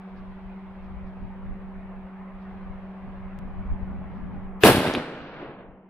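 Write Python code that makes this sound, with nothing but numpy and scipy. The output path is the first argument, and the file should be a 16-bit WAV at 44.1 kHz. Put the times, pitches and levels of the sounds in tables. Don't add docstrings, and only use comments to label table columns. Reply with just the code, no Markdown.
import sys
import numpy as np
from scipy import signal
from scipy.io import wavfile
from scipy.ndimage import uniform_filter1d

SR = 44100
rng = np.random.default_rng(int(sys.argv[2]) if len(sys.argv) > 2 else 0)


def gain_from_db(level_db):
    decades = np.asarray(level_db, float) / 20
    return 10 ** decades


def master_out(mix):
    frames = np.transpose(np.atleast_2d(mix))
    ceiling = np.clip(frames, -1, 1)
    pcm = np.round(ceiling * 32767).astype(np.int16)
    wavfile.write(sys.argv[1], SR, pcm)


N = 259749

SHOT_S = 4.6351
SPLICE_S = 3.38934
DUCK_DB = 15
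SWELL_DB = 20


def evened(x):
    return x / np.sqrt(np.mean(x ** 2) + 1e-20)


def read(points, hz):
    f, value = np.transpose(points)
    return np.interp(np.log(hz + 1), np.log(f + 1), value)


def add(mix, s, sound):
    part = mix[round(s * SR):][:len(sound)]
    part += sound[:len(part)]


def pulse(colour):
    gain_db = np.maximum(read(colour, abs(np.fft.fftfreq(4096, 1 / SR))), -100)
    log_gain = np.log(gain_from_db(gain_db))
    return np.fft.ifft(np.exp(np.conj(signal.hilbert(log_gain)))).real[:2048]


def noise(db, same=0., lead=0., patchy_db=0., size=1024):
    hz = np.fft.rfftfreq(size, 1 / SR)[:, None]
    t = np.arange(4 * N // size + 5) * size / 4 / SR
    a, b, c, d, patches = rng.standard_normal((len(t), len(hz), 5)).T
    patches = uniform_filter1d(patches, size=3, axis=0)
    patches = evened(uniform_filter1d(patches, size=9, axis=1))
    left = a + 1j * b
    right = same * left + np.sqrt(1 - same ** 2) * (c + 1j * d)
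    z = np.array([left, right * np.exp(-1j * lead)])
    z *= gain_from_db(db(hz, t) + patchy_db * patches)
    return evened(signal.istft(z, nperseg=size, noverlap=3 * size // 4)[1][:, :N])


def swells(t, peak_s, peak_db, rise_s, fall_s):
    u = t[:, None] - peak_s
    level_db = peak_db - SWELL_DB * np.where(u < 0, -u / rise_s, u / fall_s)
    return 10 * np.log10((gain_from_db(level_db) ** 2).sum(1) + 1e-20)


def case_ring():
    # f/Hz, level/dB, t60/s, start after the blast/ms
    modes = [
        (900, 3, .003, 0),
        (1750, 1, .012, .75),
        (2650, 0, .018, .8),
        (3500, -5, .012, .9),
        (420, 4, .055, 2.5),
        (330, -7, .05, 2.5),
        (760, -4, .03, 2.9),
    ]
    drive_db, rise_s = -3, 0.000071
    out, t = np.zeros((2, N)), np.arange(8000) / SR
    for hz, db, t60, ms in modes:
        ring = gain_from_db(db - 60 * t / t60) * np.sin(2 * np.pi * hz * t)
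        ring *= gain_from_db(drive_db) * np.minimum(t / rise_s, 1)
        add(out[0], SHOT_S + ms / 1000, ring)
        add(out[1], SHOT_S + ms / 1000 + 1 / SR, ring)
    return out


def clear_echoes():
    # t/s, peak level/dB, lobe length/ms
    echoes = [(4.6538, -2.4, .82), (4.6646, -2.7, 1.43), (4.6692, -2.5, 1.18), (4.6901, -5.1, .86),
              (4.6985, -4.3, 1.16), (4.7128, -5.8, .84), (4.7459, -10, 1.04), (4.7493, -8, 1.47),
              (4.7697, -6, 1.2), (4.7814, -8, 1.34), (4.7957, -13, .77), (4.8476, -15.5, .73),
              (4.8637, -15, .95), (4.8765, -17, 1.68), (4.8873, -13.5, 1.43), (4.8987, -15, .7),
              (4.9429, -18.5, 1.0), (4.9504, -14, .29), (4.9716, -14, 1.2), (4.9748, -17, 1.0),
              (4.9848, -18.5, .8)]
    suction_s, left_lead = .08, 4
    out, t = np.zeros((2, N)), np.arange(800) / SR
    for s, db, ms in echoes:
        lobe = -1 if s - SHOT_S < suction_s or ms < .4 else 1
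        u = lobe * (t - 400 / SR) / (ms / 1000)
        push = 1.25 * np.exp(-abs(u) * 3.5)
        suction = .65 * np.exp(-((u - 1.2) / .65) ** 2)
        wave = lobe * gain_from_db(db) * (push - suction)
        add(out[0], s - 402 / SR, wave)
        add(out[1], s - (402 - left_lead) / SR, wave)
    return signal.sosfiltfilt(signal.butter(2, 4500, fs=SR, output="sos"), out)


def bullet_strike():
    # t/s, peak level/dB, f/Hz, t60/s, spread either side/octaves
    bursts = [
        (4.9368, -24.5, 3700, 0.039, 0.61),
        (4.9372, -42, 9800, 0.025, 0.16),
        (4.9495, -14.5, 2470, 0.0077, 0.36),
        (4.952, -23.5, 3000, 0.047, 0.43),
        (4.9500, -39.5, 10000, 0.041, .2),
    ]
    out, t = np.zeros((2, N)), np.arange(2000) / SR
    for s, db, hz, t60, octaves in bursts:
        grit = rng.standard_normal((2, 2000)) * gain_from_db(-60 * t / t60) * np.minimum(t / 0.00018, 1)
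        grit = grit + .7 * grit[::-1]
        band = hz * 2 ** np.array([-octaves, octaves])
        grit = signal.sosfilt(signal.butter(3, band, "band", fs=SR, output="sos"), grit)
        for port in (0, 1):
            add(out[port], s, gain_from_db(db) * grit[port] / abs(grit).max())
    return out


def blast():
    out = case_ring() + clear_echoes() + bullet_strike()
    return signal.sosfilt(signal.butter(2, 60, "high", fs=SR, output="sos"), out)


def scatter(per_s, spread_db, colour, signed, width):
    crowding = 17
    chance, size, side, sign = rng.random((N, 4)).T
    crowd = 1 + crowding * np.maximum(np.arange(N) / SR - SHOT_S - .25, 0)
    density = np.minimum(per_s * crowd / SR, .3)
    at = np.flatnonzero((chance < density)[:-40])
    size = gain_from_db(-spread_db * np.log(1 - .98 * size[at])) * np.where(sign[at] < signed, -1, 1)
    size /= np.sqrt(density[at])
    lag = np.round(2.5 + width * (side[at] - .5)).astype(int)
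    taps = np.zeros((2, N))
    taps[0, at + 20] = size
    np.add.at(taps[1], at + 20 + lag, size)
    return evened(signal.oaconvolve(taps, pulse(colour)[None])[:, :N])


def through_air(x):
    air_db_per_s = 72
    hz, t, z = signal.stft(x, SR, nperseg=256)
    loss_db = air_db_per_s * ((hz[:, None] / 10000) ** 1.12 - .15) * np.maximum(t - SHOT_S - .05, 0)
    return signal.istft(z * gain_from_db(-loss_db), SR, nperseg=256)[1][:, :N]


def ragged(x):
    drop_db, drop_hz = -100.5, 4200
    hz, _, z = signal.stft(x, SR, nperseg=1024)
    patch_db = 10 * np.log10(uniform_filter1d((abs(z) ** 2).mean(0), size=8, axis=0) + 1e-20)
    keep = (patch_db > drop_db) | (hz[:, None] < drop_hz)
    return signal.istft(z * keep, SR, nperseg=1024)[1][:, :N]


def wood():
    # peak t/s, trunk level/dB, swell/s, t60/s, leaves over trunks level/dB
    stands = [
        (4.668, -9, .6, 0.33, -8),
        (4.761, -24, 0.12, 1.22, -6),
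        (4.87, -30.5, .1, 0.39, -2),
        (4.975, -30, 0.026, 0.35, -8.5),
        (5.1, -40.5, .3, 2.3, -12.5),
        (5.42, -50.5, 1.5, 0.78, 2.5),
        (5.43, -38.5, .15, 0.55, -23),
        (5.51, -42, .1, 0.48, -20),
        (5.6, -47.5, 0.088, 1.3, -11),
    ]
    # f/Hz, level/dB per Hz
    trunk_colour = [(47, -34.5), (80, -21.5), (134, -2), (205, -3.5), (246, 0), (308, -1.5), (689, -5),
                    (3000, -28.5), (3900, -59), (6600, -120)]
    # f/Hz, level/dB per Hz
    leaf_colour = [(710, -15), (1200, -10), (1590, -5), (1810, -9.5), (2760, -9), (4130, -12.5),
                   (6650, -24.5), (10100, -15), (14800, -21), (16000, -23.5)]
    boom_db, boom_lag_s, boom_fade_db_per_s = -7, 0.041, 20.5
    wood_end_s, leaf_end_db_per_s = 5.61, 88
    s, db, rise, t60, leafy_db = np.transpose(stands)
    t, fall = np.arange(N) / SR, t60 * SWELL_DB / 60
    since = np.maximum(t - SHOT_S, 0)

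    trunks = scatter(700, 3.5, trunk_colour, .35, 14)
    trunks *= gain_from_db(swells(t, s, db, rise, fall) + 0.5)

    leaf_level_db = swells(t, s, db + leafy_db, rise, fall)
    leaf_level_db -= leaf_end_db_per_s * np.maximum(t - wood_end_s, 0)
    leaves = scatter(9000, 2.2, leaf_colour, .45, 11)
    leaves = ragged(through_air(leaves) * gain_from_db(leaf_level_db + 4.0))

    boom_level_db = swells(t - boom_lag_s, s, db, np.minimum(rise, .2), fall)
    boom_level_db += boom_db - boom_fade_db_per_s * since
    boom = noise(lambda hz, _: -8.0 * np.log2((hz + 5) / 120) ** 2, same=0.79, size=2048)
    boom *= gain_from_db(boom_level_db - 9.0)

    leaf_onset = (.3 + .7 * np.minimum(since / .014, 1)) * (since > 0)
    return (trunks + boom) * np.minimum(since / .012, 1) + leaves * leaf_onset


def slow_waver(low_hz, top_hz):
    t = np.arange(N) / SR
    return evened(sum(np.sin(2 * np.pi * (f * t + rng.random())) for f in np.geomspace(low_hz, top_hz, 12)))


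def hum():
    # f/Hz, rms level/dB
    tones = [
        (190.5, -42),
        (381, -58),
        (762, -70),
    ]
    beat_hz, below_db, above_db = 14, -17.5, -18.5
    t = np.arange(N) / SR
    drift, throb = slow_waver(.2, 1.2), slow_waver(1.5, 10)
    turn = .12 * drift - .55 * np.clip((t - SPLICE_S) * 100, 0, 1)
    beat = np.exp(2j * np.pi * (beat_hz * t + 0.2 * drift))
    sides = 1 + gain_from_db(above_db) * beat + gain_from_db(below_db) / beat
    tone = np.zeros(N)
    for hz, db in tones:
        carrier = np.exp(2j * np.pi * hz * (t + turn / tones[0][0]))
        tone += np.sqrt(2) * gain_from_db(db) * (sides * carrier).imag
    return tone * gain_from_db(0.87 * throb + 0.44 * (t - 0.5)) * np.ones((2, 1))


def leaf_stirs():
    # t/s, level/dB, length/s
    rustles = [
        (.18, -71, .022),
        (.85, -77, .03),
        (1.08, -75, .02),
        (2.43, -77, .03),
        (4.17, -77, .03),
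    ]
    t = np.arange(N) / SR
    stir = noise(lambda f, _: -40 * np.log2((f + 5) / 3900) ** 2, same=.4, size=256)
    return stir * sum(gain_from_db(db) * np.exp(-((t - s) / length) ** 2) for s, db, length in rustles)


def road():
    # t/s, level/dB
    traffic = [
        (0.0, -66),
        (0.02, -65.5),
        (2.28, -71.5),
        (2.44, -68),
        (4.44, -71.5),
        (4.5, -77),
    ]
    # f/Hz, level/dB per Hz
    wash = [(250, -38), (420, -6.5), (478, -3.5), (766, -2), (1060, -3.5), (1430, -10), (2160, -13.5),
            (5400, -43.5), (7000, -57.5), (9100, -85), (15400, -120)]
    # f/Hz, likeness
    likeness = [(60, 0.14), (180, 0.68), (550, 0.98), (1650, 0.68), (4970, -0.33), (15000, -0.59)]
    # f/Hz, lead/rad
    port_lead = [(100, 0.023), (1300, 0.15), (3400, 0.04), (6500, 0.02)]
    road_db, body_share, fizz_share, rise_db_per_s = -49, 0.1, 0.96, 0.75
    s, near_db = np.transpose(traffic)
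    body_db = body_share * near_db + rise_db_per_s * s
    fizz_db = fizz_share * (near_db - near_db.mean())
    colour = [(100, -7.5), (260, -6.5)] + wash[1:]
    hz = np.fft.rfftfreq(1024, 1 / SR)[:, None]
    same = np.clip(read(likeness, hz), -1, 1)
    bright = np.clip((hz - 1800) / 2000, 0, 1)

    def field(f, t):
        return read(colour, f) + np.interp(t, s, body_db) + bright * np.interp(t, s, fizz_db)

    return gain_from_db(road_db) * noise(field, same, read(port_lead, hz), patchy_db=2.1)


def wind():
    # peak t/s, rumble level/dB, swell/s, flutter over rumble level/dB
    gusts = [(.19, -42.5, .1, -7), (.3, -47, 0.13, -8), (.46, -42, 0.083, -13), (.72, -50.5, 0.11, -12),
             (.93, -38, 0.36, -13), (1.06, -37, 0.067, -8), (1.24, -33.5, 0.079, -6),
             (1.5, -35.5, .15, -7.5), (1.65, -50.5, 0.077, 4), (1.79, -41.5, 0.22, -11),
             (1.97, -42.5, 0.18, -16), (2.24, -54.5, 0.15, 0.5), (2.36, -42, 0.059, -23),
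             (2.55, -47, 0.092, -6), (2.7, -37.5, 0.22, -10.5), (3.07, -41.5, 0.09, -1.5),
             (3.19, -42, 0.27, -22.5), (3.3, -38.5, 0.13, -22), (3.459, -40, 0.21, -1),
             (3.6, -35.5, 0.32, -8.5), (3.73, -22, 0.086, -17.5), (3.83, -27, 0.035, -25),
             (3.961, -36, 0.51, -3.5), (4.27, -39, 0.26, 0.5), (4.36, -42, .1, 3.5),
             (4.47, -36.5, 0.13, -18), (5.21, -40, 0.21, -19.5), (5.41, -38, 0.2, -14),
             (5.69, -37, 0.15, -25)]
    # f/Hz, level/dB per Hz
    rumble_colour = [(8.8, -31.5), (15, 6), (41, -4.5), (57, -0.5), (124, -16.5), (160, -21.5),
                     (210, -38.5), (350, -120)]
    # f/Hz, level/dB per Hz
    flutter_colour = [(30, -24), (90, 8), (130, 3), (200, 9.5), (320, -6), (480, -37.5), (1500, -130)]
    breeze_db, breeze_flutter_db, calm_db = -57.5, -12.5, -9
    gust_fall, flutter_length = 1.2, 1
    s, db, rise, flutter_db = np.transpose(gusts)
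    flutter_rise = flutter_length * rise
    t = np.arange(N) / SR
    breeze = gain_from_db(breeze_db + calm_db * (t > SHOT_S))
    rumble = noise(lambda hz, _: read(rumble_colour, hz), same=0.05, size=4096)
    rumble *= breeze + gain_from_db(swells(t, s, db, rise, gust_fall * rise))
    flutter = noise(lambda hz, _: read(flutter_colour, hz), same=0.094, size=2048)
    flutter_gusts = gain_from_db(swells(t, s, db + flutter_db, flutter_rise, gust_fall * flutter_rise))
    flutter *= breeze * gain_from_db(breeze_flutter_db) + flutter_gusts
    lumps_db = 2.0 * noise(lambda hz, _: -3.0 * hz, same=0.27, size=4096)
    return gain_from_db(lumps_db) * (rumble + flutter)


def preamp_hiss():
    # f/Hz, level/dB per Hz
    colour = [(3530, -25.5), (5500, -8), (7500, -6), (9000, -2.5), (12700, -4), (12900, -12.5),
              (16000, -17)]
    return gain_from_db(-89) * noise(lambda hz, _: read(colour, hz), same=.4, patchy_db=1.2)


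def scene():
    hiss = preamp_hiss()
    shot = gain_from_db(DUCK_DB) * (blast() + wood())
    return shot + hum() + leaf_stirs() + road() + wind() + hiss


def ducked(dry):
    power_db = 10 * np.log10(abs(uniform_filter1d((dry ** 2).mean(0), 44)) + 1e-12)
    loud = np.maximum.accumulate(np.clip((power_db + 18) / 10, 0, 1))
    return .8 * np.tanh(dry / gain_from_db(DUCK_DB * loud) / .8)


def swell_ahead(flat):
    # f/Hz, level/dB per Hz
    rush_colour = [(120, -29.5), (200, -2), (1840, -8.5), (2130, -10.5), (2610, -5), (8270, -29),
                   (14900, -16), (16000, -28)]
    level_db, slope_db_per_ms, reach_ms, fade_ms = -26, .8, 38, 12
    t = np.arange(N) / SR
    early_ms = 1000 * (SHOT_S - t)
    dropout = np.clip((t - SHOT_S + 0.022) / 0.0084, 0, .93) * (t < SHOT_S)
    rush = noise(lambda hz, _: read(rush_colour, hz), same=0.23, patchy_db=0.5, size=256)
    rush *= gain_from_db(level_db - slope_db_per_ms * abs(early_ms)) * (early_ms > -1)
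    rush *= np.clip((reach_ms - early_ms) / fade_ms, 0, 1) ** 2
    return flat * (1 - dropout) + rush


def roll_off(x):
    return signal.sosfilt(signal.butter(12, 16360, fs=SR, output="sos"), x)


def record(dry):
    splice_step = [-.027, -.004]
    t = np.arange(N) / SR
    band_limit = signal.firwin(255, 15650, window=("kaiser", 8), fs=SR)
    camera = signal.oaconvolve(swell_ahead(ducked(dry)), band_limit[None], "same")
    step = (t > SPLICE_S) * np.exp(-np.maximum(t - SPLICE_S, 0) / .0005)
    return roll_off(camera + np.array(splice_step)[:, None] * step)


dry = scene()
out = record(dry)
master_out(out)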